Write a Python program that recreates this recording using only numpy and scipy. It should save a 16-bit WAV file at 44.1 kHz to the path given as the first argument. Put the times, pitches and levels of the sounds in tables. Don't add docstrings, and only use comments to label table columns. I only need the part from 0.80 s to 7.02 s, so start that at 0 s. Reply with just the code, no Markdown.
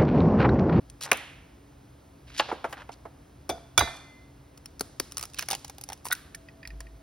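import sys
import numpy as np
from scipy import signal
from scipy.fft import rfft, irfft, next_fast_len
from scipy.io import wavfile
from scipy.ndimage import uniform_filter1d

SR = 44100
rng = np.random.default_rng(int(sys.argv[2]) if len(sys.argv) > 2 else 0)


def materialize(psi):
    bounded = np.clip(np.atleast_2d(psi).T, -1, 1)
    quanta = np.round(bounded * 32767).astype(np.int16)
    wavfile.write(sys.argv[1], SR, quanta)


N = 274302
TOP_HZ = 16000


def amp(db):
    return 10 ** (np.asarray(db) / 20)


def unit(x):
    return x / np.sqrt(np.mean(x ** 2) + 1e-20)


def with_energy(x, envelope):
    return x * np.linalg.norm(envelope) / np.linalg.norm(x)


def at_time(curve, s):
    return np.interp(s, *np.transpose(curve))


def at_hz(curve, hz):
    freqs, values = np.transpose(curve)
    return np.interp(np.log(hz + 1), np.log(freqs + 1), values)


def fade(t, t60):
    return np.exp(-np.log(1000) * t / t60)


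def rise(t, tau):
    return 1 - np.exp(-t / tau)


def add(track, s, sound):
    part = track[round(s * SR):][:len(sound)]
    part += sound[:len(part)]


def filtered(x, response):
    n = x.shape[-1]
    padded = next_fast_len(n + SR // 10)
    return irfft(rfft(x, padded) * response(np.fft.rfftfreq(padded, 1 / SR)), padded)[..., :n]


def band(x, low_hz, high_hz, order=2):
    edge = lambda hz, kind: signal.butter(order, min(hz, SR / 2 - 1), kind, fs=SR, output="sos")
    return signal.sosfilt(np.vstack([edge(low_hz, "high"), edge(high_hz, "low")]), x)


def coloured(x, spectrum, size=1024):
    cepstrum = irfft(np.log(amp(at_hz(spectrum, np.fft.rfftfreq(size, 1 / SR)))))
    fold = np.r_[1, np.full(size // 2 - 1, 2), np.zeros(size // 2)]
    impulse_response = irfft(np.exp(rfft(cepstrum * fold)))
    return signal.fftconvolve(x, impulse_response)[:len(x)]


def resonance(x, hz, q):
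    return signal.lfilter(*signal.iirpeak(min(hz, SR / 3), q, fs=SR), x)


def ring(modes, t, blur):
    wander = lambda hz: np.cumsum(rng.standard_normal(len(t))) * np.sqrt(2 * np.pi * blur * hz / SR)
    return sum(amp(db) * fade(t, t60) * np.sin(2 * np.pi * hz * t + wander(hz)) for hz, db, t60 in modes)


def burst(envelope):
    return envelope * rng.standard_normal(len(envelope))


def clumps(t, samples, spread_db=4.5):
    return amp(spread_db * unit(uniform_filter1d(rng.standard_normal(len(t)), size=samples)))


# (frequency [Hz], relative density [dB])
AIR_SPECTRUM = [(20, -44.5), (38, -11.5), (55, 5), (78, 3), (100, -3.5), (130, 3), (190, -9), (290, -7),
                (450, -13.5), (1000, -19.5), (2500, -27.5), (5000, -30.5), (11000, -34.5), (16000, -38.5)]
# (frequency [Hz], level [dB])
HUM_PARTIALS = [(124, -67), (284, -60.5), (660, -75.5)]


def background():
    side_gain_db = [(120, -25.5), (600, 1.0), (3000, -11.0), (7000, -43.5)]
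    mid, side = filtered(rng.standard_normal((2, N)), lambda hz: amp(at_hz(AIR_SPECTRUM, hz)))
    side = filtered(side, lambda hz: amp(at_hz(side_gain_db, hz)))
    air = amp(-53) * unit(np.array([mid + side, mid - side]))
    t = np.arange(N) / SR
    drift = lambda: 4 * np.cumsum(rng.standard_normal(N)) / np.sqrt(SR)
    return air + sum(amp(db) * np.sin(2 * np.pi * hz * t + drift()) for hz, db in HUM_PARTIALS)


def whine(start=5.55, hz=658, db=-60):
    out, t = np.zeros(N), np.arange(SR) / SR
    add(out, start, rise(t, 0.0085) * ring([(hz, db, 20)], t, blur=0.0048))
    return out


# (frequency [Hz], t60 [s])
ROOM_DECAY = [(150, 0.33), (600, 0.74), (2200, 0.77), (5000, 0.68), (10000, 0.64), (16000, 0.2)]
# (frequency [Hz], relative level [dB])
WALL_GAIN = [(100, 1.5), (500, -6.5), (2000, -5), (3700, -1.5), (6000, -2.5), (15000, -6.5)]


def reverberation(x, blur_octaves, size, side_db=-9.5):
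    hz, _, spectra = signal.stft(x, SR, nperseg=size)
    octave = np.log2(hz + 1)
    blur = np.exp(-.5 * ((octave[:, None] - octave) / blur_octaves) ** 2)
    power = blur / blur.sum(axis=1, keepdims=True) @ np.abs(spectra) ** 2
    kept = fade(size / 2 / SR, at_hz(ROOM_DECAY, hz)) ** 2
    stored = np.abs([signal.lfilter([0, 1 - k], [1, -k], p) for k, p in zip(kept, power)])
    noise = signal.stft(rng.standard_normal((2, N)), nperseg=size)[2]
    wash = noise / noise.std() * np.sqrt(stored) * amp(at_hz(WALL_GAIN, hz))[:, None]
    mid, side = signal.istft(wash, nperseg=size)[1][:, :N]
    return np.array([mid + amp(side_db) * side, mid - amp(side_db) * side])


def scattering(x, db=-13, t60=0.0053, segments=24):
    side, t = np.zeros(N), np.arange(SR // 40) / SR
    for part in np.array_split(np.arange(N), segments):
        echoes = burst(fade(t, t60))
        add(side, part[0] / SR, signal.fftconvolve(x[part], echoes / np.linalg.norm(echoes)))
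    return amp(db) * np.array([side, -side])


# (time [s], level [dB], frequency [Hz], rise time [s], t60 [s])
DEEP_THUDS = [(2.698, -40, 75.5, .004, 0.23), (2.978, -24, 106.5, 0.005, 0.17),
              (3.013, -23.5, 70.8, 0.004, 0.13), (5.868, -30, 53, 0.07, 0.94)]


def thuds():
    out, t = np.zeros(N), np.arange(SR) / SR
    for s, db, hz, rise_s, t60 in DEEP_THUDS:
        add(out, s, amp(db) * rise(t, rise_s) * fade(t, t60) * np.sin(2 * np.pi * hz * t))
    return out


def click_gain(db):
    return amp(-26.5 + 0.09 * db)


def knock(db, low_hz, high_hz, t60):
    t = np.arange(SR // 4) / SR
    envelope = fade(t, t60) * rise(t, 0.00035)
    clatter = burst(envelope)
    body = band(clatter, low_hz * 0.83, high_hz, order=3) + click_gain(db) * band(clatter, 2437, 13000)
    hollow = unit(resonance(body, low_hz, q=16)) + unit(resonance(body, high_hz, q=15))
    return amp(db) * with_energy(unit(body) + amp(-15.5) * hollow, envelope)


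# (time [s], level [dB], lower resonance [Hz], upper resonance [Hz], t60 [s],
# settling bump relative to the blow [dB])
DULL_BLOWS = [(0.3151, -12, 1555, 2530, 0.039, -11), (0.3174, -5, 710, 1850, 0.013, -21),
              (2.6923, -23.5, 313, 730, 0.096, -25.5), (2.977, -5, 1000, 1390, 0.0054, -26.5),
              (2.9814, -6.5, 1020, 1400, 0.0074, -14.5), (3.007, -15, 835, 1450, 0.05, -26),
              (3.021, -24, 147, 1250, 0.034, -3.5), (3.074, -32.5, 890, 1522, 0.066, -27.5),
              (4.008, -14.5, 271, 1190, 0.0064, -14), (4.2, -21, 272, 1470, 0.015, -11.5)]


def knocks(settle_s=0.0046, pitch_ratio=0.35, decay_ratio=1.95):
    out = np.zeros(N)
    for s, db, low_hz, high_hz, t60, settle_db in DULL_BLOWS:
        add(out, s, knock(db, low_hz, high_hz, t60))
        bump = knock(db + settle_db, low_hz * pitch_ratio, high_hz * pitch_ratio, t60 * decay_ratio)
        add(out, s + settle_s, bump)
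    return out


# (time [s], duration [s], level [dB], band centre [Hz])
RUB_STROKES = [(0.207, 0.062, -37.5, 5170), (0.223, 0.11, -43, 990), (0.371, 0.0055, -34, 10500),
               (1.467, 0.081, -53, 2560), (1.541, 0.059, -43.5, 2860), (1.574, 0.04, -34, 4200),
               (1.685, 0.024, -35.5, 810), (1.886, 0.069, -55.5, 8600), (1.965, 0.067, -44.5, 1110),
               (2.115, 0.029, -51.5, 4460), (3.161, 0.012, -48.5, 6100), (4.562, 0.083, -45, 3504),
               (4.713, 0.034, -39.5, 3400), (5.244, 0.038, -38.5, 9800), (5.322, 0.014, -25.5, 11900)]


def rubs():
    out, t = np.zeros(N), np.arange(SR // 5) / SR
    for s, length, db, hz in RUB_STROKES:
        stroke = np.sqrt(np.abs(np.sin(np.pi * np.minimum(t / length, 1))))
        friction = band(burst(clumps(t, samples=60)), hz / 1.56, hz * 1.36)
        add(out, s, amp(db) * stroke * unit(friction))
    return out


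# (time [s], level [dB], contact corner [Hz], contact t60 [s])
EGG_TAPS = [(1.596, -8.5, 3180, 0.032), (1.714, -22.5, 1388, 0.072), (1.723, -27.5, 683, 0.13),
            (1.842, -17.5, 1500, 0.029), (1.849, -23.5, 1134, 0.076), (1.926, -31.5, 2460, 0.082),
            (2.091, -27.5, 1330, 0.027), (2.253, -35, 1120, 0.083), (2.778, -41.5, 1210, .04),
            (5.302, -29.5, 1430, 0.023)]
# (frequency [Hz], relative level [dB], t60 [s])
BODY_MODES = [(282.6, -15, 0.069), (500, -5.5, 0.047), (730, -3, 0.069), (930, 0, 0.042),
              (1400, -6.5, 0.066), (1661, 1, 0.011), (2230, -9.5, 0.064), (2864, -11.5, 0.054)]


def taps(reference_hz=1500):
    out, t = np.zeros(N), np.arange(SR // 4) / SR
    for s, db, corner_hz, t60 in EGG_TAPS:
        onset = rise(t, 0.0011)
        envelope = onset * fade(t, t60)
        clatter = burst(envelope)
        firmness = (corner_hz / reference_hz) ** .22
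        contact = band(clatter, 420 * firmness ** 2, corner_hz, order=3)
        contact += click_gain(db) * band(clatter, 4800, 7800)
        modes = [(hz * firmness, level, life) for hz, level, life in BODY_MODES]
        hollow = band(onset * ring(modes, t, blur=0.053), 260 * firmness ** 2, corner_hz)
        add(out, s, amp(db) * with_energy(unit(hollow) + amp(-1.5) * unit(contact), envelope))
    return out


# (frequency [Hz], relative level [dB], t60 [s], beat rate [Hz])
DISH_MODES = [(1346, -16, .6, 0), (1798, -10, 0.55, 0), (2412, -15, .8, 0), (3505, -14, .6, 17),
              (3874, 4, .23, 0), (2058, -7.5, 1.1, 2.6), (4344, -18, .85, 0)]


def dish(start=2.995, db=-29):
    out, t = np.zeros(N), np.arange(SR) / SR
    song = sum(np.cos(np.pi * beat * t) * ring([mode], t, blur=0.00045) for *mode, beat in DISH_MODES)
    add(out, start, amp(db) * song * rise(t, 0.0033))
    return out


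# (time [s], relative level [dB], contact corner [Hz])
BOWL_STRIKES = [(2.694, -11.5, 900), (2.700, -25, 9000), (2.9775, -7.5, 17130), (2.994, -18.5, 12000)]
# (frequency [Hz], relative level [dB], t60 [s])
BOWL_MODES = [(677, -12, 0.37), (734, -11, .3), (1457, -4, 0.16), (2331, 2, 0.068), (3490, 5, 0.086),
              (4770, -12, 0.25), (5760, -8.5, 0.047), (6150, -5.5, 0.14), (8700, -3.5, 0.049),
              (11050, -5, 0.066), (15500, -8, 0.061)]


def bowl():
    out, t = np.zeros(N), np.arange(SR) / SR
    for s, db, corner_hz in BOWL_STRIKES:
        clink = ring(BOWL_MODES, t, blur=.008) * rise(t, 0.00027)
        add(out, s, amp(db - 10.5) * band(clink, 140, corner_hz))
    return out


# (time [s], frequency [Hz])
CAVITY_PITCH = [(.32, 1230), (2.7, 670), (2.98, 1366), (4.42, 1250), (4.6, 1690), (4.685, 2270),
                (4.71, 792), (5.13, 816), (5.26, 943), (5.31, 1456), (5.7, 1923), (6.05, 1850)]
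# (time [s], relative level [dB])
SHELL_TICKS = [(5.314, -18), (5.325, -15.5), (5.546, -32.5), (5.686, -39.5), (5.83, -37), (5.852, -33),
               (5.904, -38.5), (6.068, -44)]


def ticks():
    out, t = np.zeros(N), np.arange(SR // 10) / SR
    for s, db in SHELL_TICKS:
        hz = at_time(CAVITY_PITCH, s)
        modes = [(hz, 0, .038), (hz * 1.3, -4, .03), (hz * 2.56, 0.26 * db - 0.5, .025)]
        tick = rise(t, 0.00033) * ring(modes, t, blur=.028)
        add(out, s, amp(db) * band(tick, 0.85 * hz, TOP_HZ, order=3))
    return out


# (frequency [Hz], relative density [dB])
CRACK_SPECTRUM = [(400, -30.5), (1200, -14.5), (2600, -4), (4200, -6), (5600, 2.5), (7500, -5.5),
                  (10000, -1), (13000, -9.5), (16000, -6.5)]
# (median frequency [Hz], relative level [dB])
SHELL_MODES = [(4700, -7), (5900, -2)]


def fracture(db, t60, hollow_db, hollow_hz, steps=3, run_s=.0026):
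    t = np.arange(SR // 12) / SR
    jumps = (np.arange(steps) + rng.random(steps)) * run_s / steps
    ages = np.maximum(t - (jumps - jumps[0])[:, None], 0)
    envelope = rng.uniform(0.38, 1, steps) @ (fade(ages, t60) * rise(ages, 0.00016))
    crumble = unit(clumps(t, samples=48) * burst(fade(t, 6 * t60) * rise(t, .005)))
    crack = unit(coloured(unit(burst(envelope)) + amp(-12) * crumble, CRACK_SPECTRUM))
    shards = sum(resonance(crack, hz, q=hz / 110) for hz in rng.uniform(2400, 14000, 3))
    crack = with_energy(crack + amp(-7) * unit(shards), envelope)
    modes = [(hz * np.exp(0.14 * rng.standard_normal()), level - 10, .022) for hz, level in SHELL_MODES]
    shell = ring(modes, t, blur=0.0035)
    wall = with_energy(band(burst(fade(t, 0.047)), 460, 2200), fade(t, 0.0076))
    cavity = ring([(hollow_hz, 2.5, 25 / hollow_hz)], t, blur=0.02)
    hollow = amp(1) * wall + cavity * rise(t, 0.000097)
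    return amp(db - 4) * (crack + shell + amp(hollow_db - 7) * hollow)


# (time [s], relative level [dB])
PRYING_LEVEL = [(4.27, -41), (4.72, -35), (4.79, -44), (5.2, -40)]


def crackle(per_s=30, spread_db=8):
    out = np.zeros(N)
    slots = np.arange(PRYING_LEVEL[0][0], PRYING_LEVEL[-1][0], 1 / per_s)
    for slot, (late, size, grip_octaves) in zip(slots, rng.random((len(slots), 3)) - .5):
        s = slot + late / per_s
        db = at_time(PRYING_LEVEL, s) + spread_db * size
        hz = at_time(CAVITY_PITCH, s) * 2 ** grip_octaves
        add(out, s, fracture(db, t60=0.004, hollow_db=-23, hollow_hz=hz))
    return out


# (time [s], relative level [dB], relative level of the hollow [dB])
SHELL_SNAPS = [(0.099, -30, -31), (0.2117, -29.5, 3), (0.2346, -18.5, -15), (0.315, -5.5, -6.5),
               (0.33, -13, -4), (1.927, -30, -20), (2.6922, -18.5, -5.5), (2.6983, -16.5, -8.5),
               (2.977, 0.5, -2.5), (2.9925, -8, -20), (3.7752, -33, -11), (3.8581, -23.5, -17.5),
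               (3.995, -22.5, -19.5), (4.0087, -13, -8.5), (4.1985, -9.5, -40), (4.3209, -24, -15.5),
               (4.3702, -15, -10.5), (4.3802, -15, -16), (4.394, -20, -8), (4.41, -23, -7),
               (4.427, -17.5, -8.5), (4.4364, -20, -5.5), (4.4537, -26.5, -10), (4.544, -27, -11),
               (4.587, -15, -11), (4.592, -10.5, -7.5), (4.609, -23, -11), (4.6245, -19, 2.5),
               (4.6858, -15.5, -0.5), (4.7031, -15.5, -4.5), (4.711, -9.5, -9.5), (4.7186, -16, -9),
               (4.7302, -15, 2), (4.7503, -16.5, -8), (4.8464, -21, -9), (4.88, -31, -15),
               (4.897, -25, -3.5), (4.983, -29.5, -6), (5.012, -24.5, -13.5), (5.0373, -21, -20),
               (5.0887, -23.5, -5.5), (5.1004, -28, 5), (5.1211, -28.5, 5), (5.1303, -21.5, -11),
               (5.254, -29, 7.5), (5.2661, -34.5, 13), (5.2846, -24.5, -25), (5.3084, -21.5, -31),
               (5.3267, -26, -24), (5.351, -27, -5), (5.548, -21.5, -25.5), (5.8742, -26.5, -12.5),
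               (6.005, -25, -2)]


def snaps(t60=0.0045):
    out = np.zeros(N)
    for s, db, hollow_db in SHELL_SNAPS:
        add(out, s, fracture(db, t60, hollow_db, at_time(CAVITY_PITCH, s)))
    return out


def scene():
    blows = knocks() + taps()
    shell = snaps() + ticks() + crackle() + rubs()
    clinks, song = bowl(), dish()
    wash = reverberation(amp(-9.5) * blows + amp(-15) * shell, blur_octaves=.25, size=256)
    afterglow = reverberation(amp(-12) * clinks + amp(-21) * song, blur_octaves=.008, size=1024)
    direct = blows + shell + clinks + song
    return direct + scattering(direct) + thuds() + whine() + wash + afterglow + background()


# (frequency [Hz], lead of the left [half turns])
PHASE_LEAD = [(0, 0), (300, 0), (600, -.2), (1200, 0), (2840, .22), (5000, .1), (7400, 1), (10400, 2),
              (13600, 3), (16200, 4)]
# (frequency [Hz], left minus right [dB])
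LEVEL_TILT = [(110, 0), (200, .7), (380, 2), (700, -3), (1290, -.7), (2380, -2.6), (4400, -.6), (8120, 0)]


def record(dry, ceiling=.85):
    half = np.array([[.5], [-.5]])
    gain = lambda hz: amp(half * at_hz(LEVEL_TILT, hz))
    phase = lambda hz: np.pi * half * np.interp(hz, *np.transpose(PHASE_LEAD))
    stereo = filtered(dry, lambda hz: gain(hz) * np.exp(1j * phase(hz)))
    rounded = stereo / (1 + np.abs(stereo / ceiling) ** 6) ** (1 / 6)
    return filtered(rounded, lambda hz: 1 / (1 + (hz / TOP_HZ) ** 80))


dry = scene()
out = record(dry)
materialize(out)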